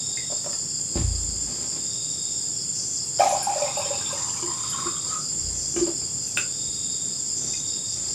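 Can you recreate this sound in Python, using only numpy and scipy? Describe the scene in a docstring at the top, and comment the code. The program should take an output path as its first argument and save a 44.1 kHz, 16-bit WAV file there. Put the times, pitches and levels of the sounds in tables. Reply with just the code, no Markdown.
"""Wooden hut in the forest at night: crickets and katydids sing outside through the plank walls.
Inside a cup is set on the floor mat, filled from a plastic jug, the jug is put back, a dish is tapped.
Water: ringing bubbles, an air column rising in pitch as the cup fills, splash and spitting drops.
Objects: decaying modes struck by blows. Hands: clumps of crackles. The hut adds a short reverb.
Insects: random clicks or noise in wing resonances, gated by strokes and chirps; one is a sagging tone."""
import sys
import numpy as np
from scipy import signal
from scipy.fft import rfft, irfft
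from scipy.io import wavfile
from scipy.ndimage import uniform_filter1d

SR = 44100
rng = np.random.default_rng(int(sys.argv[2]) if len(sys.argv) > 2 else 0)


def dump(signal):
    """Clip the signal to [-1, 1] and save it as 16-bit WAV at the path in sys.argv[1]."""
    limited = np.clip(np.atleast_2d(signal).T, -1, 1)
    pcm = np.round(limited * 32767).astype(np.int16)
    wavfile.write(sys.argv[1], SR, pcm)


N = 358974
T = np.arange(N) / SR  # s

# Air gulped into the tipped jug (low pitches), small bubbles in the cup (high pitches):
# start_s, level_db, pitch_hz
GLUGS = [(3.195, -3, 632), (3.324, -9, 617), (3.558, -14, 604), (3.574, -19, 565), (3.617, -10, 582),
         (3.6207, -28, 2430), (3.639, -15, 557), (3.77, -18, 602), (3.789, -19, 587), (3.8167, -31, 2530),
         (3.855, -20.5, 540), (3.905, -15.5, 552), (3.7743, -33, 2770), (3.8521, -35, 3140),
         (4.0597, -25.5, 3530), (4.127, -21, 540), (4.7277, -31, 3090), (4.7311, -28.5, 1360),
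         (4.7855, -27, 1310), (4.8673, -26.5, 1395), (4.9635, -32, 3320)]
# Slugs of water landing in the cup, each ringing the air column: start_s, level_db
SLUGS = [(3.203, -2.5), (3.224, -16.5), (3.239, -20), (3.272, -19), (3.301, -19), (3.352, -23), (3.47, -12),
         (3.501, -25), (3.617, -22), (3.772, -23.5), (3.904, -32), (4.14, -33), (4.24, -34), (4.4248, -26),
         (4.48, -23.5), (4.635, -29), (4.74, -28), (4.8591, -23), (4.966, -36), (5.1131, -32), (5.124, -23)]
# Strength of the stream: time_s, level_db
POUR = [(3.185, -34.5), (3.26, -38), (3.45, -47.5), (3.63, -41.5), (3.75, -45), (4.2, -45.5), (4.45, -50.5),
        (4.88, -44), (4.95, -55.5), (5.14, -47), (5.22, -83)]
# Splash spectrum: freq_hz, density_db
SPLASH_SPECTRUM = [(500, 3.5), (1200, 5.5), (1800, -3.5), (2500, -1), (4000, 1), (7000, -4), (16000, -19)]
# Drops spitting on the rim: start_s, level_db, centre_hz
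SPITS = [(3.052, -44, 10000), (3.2415, -42, 10600), (3.2932, -36, 9600), (3.3204, -40, 10000),
         (3.4281, -28.5, 9860), (3.7738, -38, 10800), (4.1295, -40, 9900), (4.3375, -44, 9810),
         (4.7002, -38, 10450), (6.2766, -42, 10800)]
GLUG_T60_S = 0.036
FILL_START_S, FILL_END_S, FILL_CURVE = 3.25, 5.22, 1.16
EMPTY_HZ, FULL_HZ = 752, 1302  # the air column shortens as the cup fills
SLOSH_DB, SLOSH_T60_S = -18, 0.32  # the column keeps sounding after each slug; dB re slug
SLOSH_SPLASH_DB = -26  # splash thrown up by each slug, re slosh
STREAM_COLUMN_DB = -5  # re stream
OVERTONE_RATIO, OVERTONE_DB = 3.1, -8  # a cup closed below also sounds near three times its pitch

# Jug knocks: start_s, level_db, hardness_db_per_octave
JUG_KNOCKS = [(4.427, -27, 6.5), (4.47, -34, 2), (4.858, -27.5, 2), (5.739, -36, 5), (5.763, -18.5, 6),
              (5.811, -13.5, -8), (5.877, -21.5, -3), (5.884, -27, -11), (6.013, -44, 14)]
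# Jug modes: freq_hz, level_db, t60_s
JUG_MODES = [(348, 10, 0.09), (420, -3, .04), (654, -7, 0.041), (925, -11, 0.011), (1190, -22, 0.2),
             (1605, -19, 0.047), (2300, -20, 0.039), (2905, -19, 0.028)]
# Dish taps: start_s, level_db, hardness_db_per_octave
DISH_TAPS = [(6.277, -38, 2), (6.3727, -6, 0.3)]
# Dish modes: freq_hz, level_db, t60_s
DISH_MODES = [(602, -13.5, 0.041), (1240, -16, 0.038), (1460, -3, 0.038), (1534, -4.5, 0.033),
              (2590, -5, .04), (2650, 2, 0.041), (2760, -7, 0.026), (3600, -2, 0.015), (8860, -1.5, 0.012)]
# Cup clinks: start_s, level_db, hardness_db_per_octave
CUP_CLINKS = [(.173, -25.5, 5), (.196, -26.5, -11), (7.536, -31, 73)]
# Cup modes: freq_hz, level_db, t60_s
CUP_MODES = [(1965, 6, 0.066), (2100, 8.5, 0.066), (2480, 1, 0.036)]
# Thumps on the floor: start_s, level_db, hardness_db_per_octave
THUMPS = [(.957, -13.5, 4), (1.01, -13.5, -12), (1.29, -30, -1.5), (5.36, -34.5, 8), (5.41, -29.5, -14),
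          (5.47, -34.5, -4), (6.68, -36, -3)]
# Floor board modes: freq_hz, level_db, t60_s
BOARD_MODES = [(53.7, -19.5, 1), (83.14, -4.5, 0.68), (109.8, -1, 0.44), (172, 1.5, 0.056),
               (236, -8.5, 0.074), (322, -10, 0.16), (510, -24, 0.068)]
# Fingers and lid on plastic: start_s, level_db, hardness_db_per_octave
GRIPS = [(.3, -26.5, -4), (.321, -22, -2), (.35, -38, 6), (.443, -29, 12), (.462, -20, 0), (.494, -30, 9),
         (.529, -27, 17), (5.871, -22.5, 3)]
# Gripped plastic modes: freq_hz, level_db, t60_s
GRIP_MODES = [(527, -4, 0.026), (605, 4.5, 0.047), (682, 0.5, 0.074), (924, 1, 0.03), (1150, -8, 0.048),
              (1330, -9, 0.046), (1770, -20, 0.041)]
SOFT_RISE_DB_PER_DB = 2.2  # soft blows take longer to build

# Hands and cloth on the mat: start_s, hold_s, level_db
RUSTLES = [(.935, .03, -36), (1.105, 0.35, -55), (1.467, 0.3, -47.5), (5.302, 0.34, -52),
           (5.758, 0.043, -40.5), (5.996, .02, -50), (6.295, .05, -57), (7.4, 0.1, -50), (7.95, .2, -49.5)]
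# Rustle spectrum: freq_hz, density_db
RUSTLE_SPECTRUM = [(200, 10), (500, 2.5), (1200, -5), (2500, -8.5), (4000, -7.5), (8000, -30), (15000, -38)]
RUSTLE_RISE_S, RUSTLE_FADE_DB_PER_S = 0.015, 149

# Hut reverb decay: freq_hz, t60_s
HUT_DECAY = [(100, 0.2), (500, 0.23), (2000, 0.22), (10000, 0.18)]
HUT_DB = 0.04  # re direct sound

# Steady singers: wing_hz, width_hz, level_db, chirps_per_s, chirp_mid_s, chirp_depth (0-1),
# strokes_per_s, stroke_mid_s, stroke_depth (0-1)
SINGERS = [(7210, 295, -35, 4.6, 4.04, 0.32, 8.4, 4.03, 0),
           (7371, 250, -35.5, 3.4, 3.7, 0, 46, 4.028, 0.16), (8230, 670, -49.5, 2, 4, 0, 150, 4, 0.2)]
# Far trills: wing_hz, width_hz, level_db
FAINT_TRILLS = [(2758, 62, -66.5), (3365, 230, -58), (5170, 18, -49), (5850, 38, -61.5), (7116, 41, -40),
                (8390, 22, -54)]
# Whistling cricket level: time_s, level_db
WHISTLER_LEVEL = [(0.0, -59.5), (3.24, -43), (4.51, -52.5), (8.14, -43.5)]
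# Whistling cricket song: wing_hz, width_hz, chirps_per_s, chirp_mid_s, chirp_depth (0-1),
# strokes_per_s, stroke_mid_s, stroke_depth (0-1)
WHISTLER_SONG = (5645, 65, 4.5, 4.138, 0.55, 31, 4.9, 0.37)
TEETH_PER_S = 2500  # scrapes of file on wing, all insects of one kind together

# Field cricket wings: wing_hz, width_hz, level_db
FIELD_WINGS = [(4763, 490, -42), (5046, 325, -40.5)]
# Field cricket strokes: strokes_per_s, stroke_mid_s, stroke_depth (0-1)
FIELD_STROKES = (29.3, 4.062, 0.18)
# Two field cricket bands drifting in and out of step: chirps_per_s, chirp_mid_s, pause_depth_db
FIELD_BANDS = [(5.31, 4.143, 5), (4.89, 4.035, 3.5)]
PAUSE_SHARPNESS = 3.8
# Higher chirper, bouts: start_s, end_s, level_db, chirps_per_s, chirp_mid_s
CHIRP_BOUTS = [(-.1, .78, -39.5, 5, 0.48), (1.55, 4.25, -40, 4.7, 3), (5.248, 6.7, -44, 5.35, 7.1),
               (7.4, 8.3, -45, 4.82, 7.727)]
# Higher chirper, song: wing_hz, width_hz, strokes_per_s, stroke_mid_s, stroke_depth (0-1)
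CHIRP_SONG = (5400, 300, 32.6, 2.8, 0.18)
CHIRP_GAP_DB, CHIRP_SHARPNESS = 13, 2.3

# Buzzing katydid bouts: start_s, end_s, level_db
BUZZ_BOUTS = [(.42, 0.623, -51), (1.362, 1.643, -51), (2.72, 3.006, -38.5), (3.178, 3.365, -40.5),
              (3.56, 3.632, -39), (4.11, 4.46, -43), (4.55, 4.851, -50), (5.05, 5.27, -47),
              (5.518, 5.85, -40.5), (6.2, 6.45, -45), (7.343, 7.631, -38.5), (7.875, 8.14, -50)]
BUZZ_HZ, BUZZ_WIDTH_HZ, BUZZES_PER_S = 6250, 1570, 380
BUZZ_RISE_S, BUZZ_STOP_S, BUZZ_IDLE_DB, BUZZ_SWELL_DB = 0.046, 0.025, -51, 1

# Tree cricket phrases: start_s, end_s, level_db, stroke_mid_s, strokes_per_s
TREE_PHRASES = [(-.3, 0.573, -43.5, .2046, 21.4), (1.681, 2.62, -44.5, 2.158, 22.9),
                (3.452, 4.4, -44, 3.935, 22), (4.385, 5.29, -45, 4.8666, 23.6),
                (6.377, 7.34, -44, 6.7808, 23.93), (7.3, 8.17, -43.5, 7.8261, 24.32)]
TREE_HZ, TREE_FALL_HZ = 3790, 400  # each stroke starts high and sags
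TREE_SLACK_HZ = 140  # weak strokes at the ends of a phrase sit lower
TREE_SWELL_S, TREE_FADE_S, TREE_EDGE_DB = 0.33, 0.41, -18.5

# Far chorus blurred by the trees: freq_hz, density_db
NIGHT_SPECTRUM = [(3000, -31.5), (3900, -52), (4200, -17.5), (4600, -19), (5300, -16), (5900, -33),
                  (6500, -12), (6930, 0), (7560, -3), (7800, -10), (8630, -11), (9500, -23), (11200, -32),
                  (11800, -35.5), (15600, -38)]
# Low murmur of the air: freq_hz, density_db
RUMBLE_SPECTRUM = [(25, -64), (60, -39), (110, 9), (150, -5.5), (250, -7), (415, -10.5), (600, -17.5),
                   (1200, -24.5), (2200, -31), (3200, -29), (3900, -34), (5000, -44)]
NIGHT_DB, RUMBLE_DB = -33.5, -44
EDGE_HZ = 15600  # upper band limit


def amp(db):
    """Amplitude ratio of a level in dB."""
    return 10 ** (np.asarray(db) / 20)


def evened(x):
    """Unit RMS."""
    return x / np.sqrt(np.mean(x ** 2) + 1e-20)


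def read(points, hz):
    """Curve interpolated over log frequency."""
    point_hz, value = np.transpose(points)
    return np.interp(np.log(hz + 1), np.log(point_hz + 1), value)


def follow(rows):
    """Second column of a time curve at every sample."""
    rows = np.asarray(rows)
    return np.interp(T, rows[:, 0], rows[:, 1])


def within(rows):
    """One between the first and last time of a curve, with 10 ms ramps inside the ends."""
    return np.clip(np.minimum(T - rows[0][0], rows[-1][0] - T) / .01, 0, 1)


def add(mix, start_s, sound):
    """Mixes a sound in place, cut at the end of the mix."""
    part = mix[round(start_s * SR):][:len(sound)]
    part += sound[:len(part)]


def resonate(x, hz, width_hz):
    """Resonance at a fixed or moving hz: shift down to zero, low-pass, shift back; unit RMS."""
    turn = np.exp(2j * np.pi * np.cumsum(hz * np.ones(len(x))) / SR)
    r = np.exp(-np.pi * width_hz / SR)
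    low_pass = [[1, 0, 0, 1, -r, 0.0084], [1, 0, 0, 1, -2 * r, r * r]]
    return evened((turn * signal.sosfilt(low_pass, x / turn)).real)


def clicks(per_s, spread_db):
    """Clicks of random sign and size at random moments."""
    size_db = spread_db * np.minimum(rng.exponential(1, N), 4)
    size = amp(size_db) * rng.choice([-1., 1.], N)
    return size * (rng.random(N) < per_s / SR)


def coloured(x, spectrum):
    """Spectrum curve imposed on x; unit RMS."""
    gain = amp(read(spectrum, np.fft.rfftfreq(N, 1 / SR)))
    return evened(irfft(rfft(x) * gain, N))


def throb(per_s, middle_s, depth):
    """A regular swell with short gaps."""
    swing = np.cos(2 * np.pi * per_s * (T - middle_s))
    return 1 - np.clip(depth, 0, 1) * (1 - np.tanh(2.2 * swing + 0.93))


def pauses(per_s, middle_s, depth_db, sharpness):
    """A regular dip in level between chirps."""
    return amp(-depth_db * abs(np.sin(np.pi * per_s * (T - middle_s))) ** sharpness)


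def bubble(hz, t60_s, rise_per_s):
    """A ringing air pocket whose pitch climbs as it nears the surface."""
    t = np.arange(round(min(t60_s, .2) * SR)) / SR
    tone = np.sin(2 * np.pi * hz * t * (1 + rise_per_s * t))  # pitch climbs at twice rise_per_s
    return tone * amp(-60 * t / t60_s) * np.minimum(t * hz / 2.94, 1)


def water():
    """Glugs, the air column over the rising water, splash with small bubbles, and spitting drops."""
    out, slosh = np.zeros(N), np.zeros(N)
    filled = np.clip((T - FILL_START_S) / (FILL_END_S - FILL_START_S), 0, 1) ** FILL_CURVE
    column_hz = 1 / ((1 - filled) / EMPTY_HZ + filled / FULL_HZ)

    for start_s, level_db, pitch_hz in GLUGS:
        add(out, start_s, amp(level_db) * bubble(pitch_hz, GLUG_T60_S, 0.55))
    for (start_s, level_db), detune in zip(SLUGS, rng.standard_normal((len(SLUGS), 1))):
        slug_hz = column_hz[round(start_s * SR)] * (1 + .025 * detune)
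        add(out, start_s, amp(level_db) * bubble(slug_hz, GLUG_T60_S, 0.34))
        add(slosh, start_s, amp(level_db + SLOSH_DB - 60 * T[:SR] / SLOSH_T60_S))

    # scattered drops shake the column; a tilted surface gives it a weaker upper partner
    column = resonate(clicks(250, 4.2), column_hz, 190)
    upper = 0.47 * resonate(clicks(60, 5.2), 1.18 * column_hz, 297)
    upper += amp(OVERTONE_DB) * resonate(clicks(150, 4.8), OVERTONE_RATIO * column_hz, 440)

    fizz = np.zeros(N)
    for hz in np.geomspace(950, 4200, num=20):
        fizz += signal.oaconvolve(clicks(12, 3.6), bubble(hz, 90 / hz, 3.0))[:N]
    splash = 0.55 * evened(fizz) + 0.66 * coloured(clicks(1500, 5.8), SPLASH_SPECTRUM)

    stream = within(POUR) * amp(follow(POUR))
    out += (slosh + amp(STREAM_COLUMN_DB) * stream) * column
    out += stream * upper
    out += (stream + amp(SLOSH_SPLASH_DB) * slosh) * splash

    for (start_s, level_db, hz), puff in zip(SPITS, rng.standard_normal((len(SPITS), 1300))):
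        add(out, start_s, amp(level_db) * resonate(puff, hz, 2900) * np.exp(-T[:1300] / 0.0079))
    return out


def blows(events, modes, crack):
    """Each blow rings the modes of one object; harder blows wake the higher modes and crack."""
    out, t = np.zeros(N), np.arange(SR // 2) / SR
    noises = rng.standard_normal((len(events), 200))
    for (start_s, level_db, hard_db), noise in zip(events, noises):
        ring = np.zeros(len(t))
        for hz, mode_db, t60_s in modes:
            tilt_db = hard_db * np.log2(hz / modes[0][0])
            ring += amp(mode_db + tilt_db - 60 * t / t60_s) * np.sin(2 * np.pi * hz * t)
        ring /= abs(ring).max()
        crack_noise = uniform_filter1d(noise, size=4) * np.exp(-t[:200] / 0.0017)
        ring[:200] += crack * amp(min(hard_db, 6)) * crack_noise
        rise_s = 0.00064 * amp(-SOFT_RISE_DB_PER_DB * np.clip(hard_db, -10, 0))
        add(out, start_s, amp(level_db) * ring * np.minimum(t / rise_s, 1))
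    return out


def rustle():
    """Clumps of small crackles under moving hands."""
    level = np.zeros(N)
    for start_s, hold_s, level_db in RUSTLES:
        fade_db = RUSTLE_FADE_DB_PER_S * np.maximum(T - start_s - hold_s, 0)
        level += np.clip((T - start_s) / RUSTLE_RISE_S, 0, 1) * amp(level_db - fade_db)
    return level * coloured(clicks(2000, 7.5), RUSTLE_SPECTRUM)


def hut(x):
    """Reverb: sparse taps of random sign, each band dying at its own speed."""
    taps = np.zeros(SR // 2)
    slots = np.arange(150, SR // 2 - 20, 20)
    taps[slots + rng.integers(0, 20, len(slots))] = rng.choice([-1., 1.], len(slots))
    hz, t, bands = signal.stft(taps, SR, nperseg=256)
    decay = amp(-60 * t / read(HUT_DECAY, hz)[:, None])
    tail = signal.istft(bands * decay, SR, nperseg=256)[1]
    return signal.fftconvolve(x, tail / np.linalg.norm(tail))[:N]


def chorus():
    """Wings scraped by files: dense clicks ring each wing, in strokes grouped into chirps."""
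    out = np.zeros(N)
    for hz, width_hz, level_db, *beat in SINGERS:
        wing = resonate(clicks(TEETH_PER_S, 1.4), hz, width_hz)
        out += amp(level_db) * evened(wing * throb(*beat[:3]) * throb(*beat[3:]))
    for hz, width_hz, level_db in FAINT_TRILLS:
        out += amp(level_db) * resonate(clicks(TEETH_PER_S, 2.9), hz, width_hz)
    hz, width_hz, *beat = WHISTLER_SONG
    whistle = resonate(clicks(650, 0.83), hz, width_hz) * throb(*beat[:3]) * throb(*beat[3:])
    return out + amp(follow(WHISTLER_LEVEL)) * whistle


def crickets():
    """Two bands of field crickets whose pauses show when they fall in step; a higher one chirps in bouts."""
    field = np.zeros(N)
    for hz, width_hz, level_db in FIELD_WINGS:
        field += amp(level_db) * resonate(clicks(TEETH_PER_S, 0.6), hz, width_hz)
    rhythm = throb(*FIELD_STROKES)
    for band in FIELD_BANDS:
        rhythm = rhythm * pauses(*band, PAUSE_SHARPNESS)
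    field *= evened(rhythm)

    hz, width_hz, *strokes = CHIRP_SONG
    chirps = np.zeros(N)
    for start_s, end_s, level_db, per_s, middle_s in CHIRP_BOUTS:
        gaps = pauses(per_s, middle_s, CHIRP_GAP_DB, CHIRP_SHARPNESS)
        chirps += amp(level_db) * within([[start_s], [end_s]]) * gaps
    wing = resonate(clicks(TEETH_PER_S, 1.3), hz, width_hz)
    return field + chirps * wing * evened(throb(*strokes))


def buzzer():
    """Katydid: bouts of rough pulses at a fast even beat in a wide wing resonance."""
    level = np.zeros(N)
    for start_s, end_s, level_db in BUZZ_BOUTS:
        swell_db = -BUZZ_SWELL_DB * np.clip((end_s - T) / (end_s - start_s), 0, 1)
        gate = np.clip(np.minimum((T - start_s) / BUZZ_RISE_S, (end_s - T) / BUZZ_STOP_S), 0, 1)
        level += amp(level_db + swell_db) * gate
    pulses = throb(BUZZES_PER_S, 0, 0.6) * rng.standard_normal(N)
    return (level + amp(BUZZ_IDLE_DB)) * resonate(pulses, BUZZ_HZ, BUZZ_WIDTH_HZ)


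def tree_cricket():
    """A tone that sags within every wing stroke; leaves scatter it into a blur."""
    phrase = np.searchsorted([row[0] for row in TREE_PHRASES], T) - 1
    start_s, end_s, level_db, middle_s, per_s = np.transpose(TREE_PHRASES)[:, phrase]
    effort = np.clip(np.minimum((T - start_s) / TREE_SWELL_S, (end_s - T) / TREE_FADE_S), 0, 1)
    turn = ((T - middle_s) * per_s + .5) % 1  # position within a stroke, 0-1
    hz = TREE_HZ - TREE_SLACK_HZ * (1 - effort) - TREE_FALL_HZ * turn ** 2.2
    hz = uniform_filter1d(hz, size=40)
    press = np.sin(np.pi * turn ** .75) ** 1.1
    stroke = np.sin(2 * np.pi * np.cumsum(hz) / SR) * press
    leaves = rng.standard_normal(6000) * amp(-60 * T[:6000] / 0.2)
    scattered = signal.oaconvolve(stroke, leaves)[:N]
    song = evened(stroke) + 1.5 * evened(scattered)
    blur = resonate(rng.standard_normal(N), 3594, 350) * (0.48 + 0.71 * press)
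    level = amp(level_db + TREE_EDGE_DB * (1 - effort) ** 1.7)
    return level * (0.75 * evened(song) + 0.45 * blur)


def patchy(spectrum, patchy_db):
    """Background noise whose short-time spectrum drifts in patches."""
    frames, hz = N // 256 + 5, np.fft.rfftfreq(1024, 1 / SR)
    real, imag, patches = rng.standard_normal((frames, 513, 3)).T
    patches = uniform_filter1d(patches, size=10, axis=0)  # across frequency
    patches = evened(uniform_filter1d(patches, size=20, axis=1))  # across time
    bins = (real + 1j * imag) * amp(read(spectrum, hz)[:, None] + patchy_db * patches)
    return evened(signal.istft(bins, nperseg=1024, noverlap=768)[1][:N])


def scene():
    """Sounds inside with their hut reverb, insects outside, and the murmur of the air."""
    near = water() + rustle()
    near += blows(JUG_KNOCKS, JUG_MODES, crack=0.15)
    near += blows(DISH_TAPS, DISH_MODES, crack=0.39)
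    near += blows(CUP_CLINKS, CUP_MODES, crack=0.17)
    near += blows(THUMPS, BOARD_MODES, crack=0.065)
    near += blows(GRIPS, GRIP_MODES, crack=0.38)
    far = chorus() + crickets() + buzzer() + tree_cricket()
    far += amp(NIGHT_DB) * patchy(NIGHT_SPECTRUM, patchy_db=0.93)
    murmur = amp(RUMBLE_DB) * patchy(RUMBLE_SPECTRUM, patchy_db=1.1)
    return (near + amp(HUT_DB) * hut(near) + far + murmur)[None]


def record(dry):
    """The microphone's bass roll-off, then the recorder's band limit."""
    bass_cut = signal.butter(3, 45, "high", fs=SR, output="sos")
    thin = signal.sosfilt(bass_cut, dry)
    band_limit = signal.firwin(1023, EDGE_HZ, window=("kaiser", 9), fs=SR)
    return signal.oaconvolve(thin, band_limit[None], "same")


dry = scene()
out = record(dry)
dump(out)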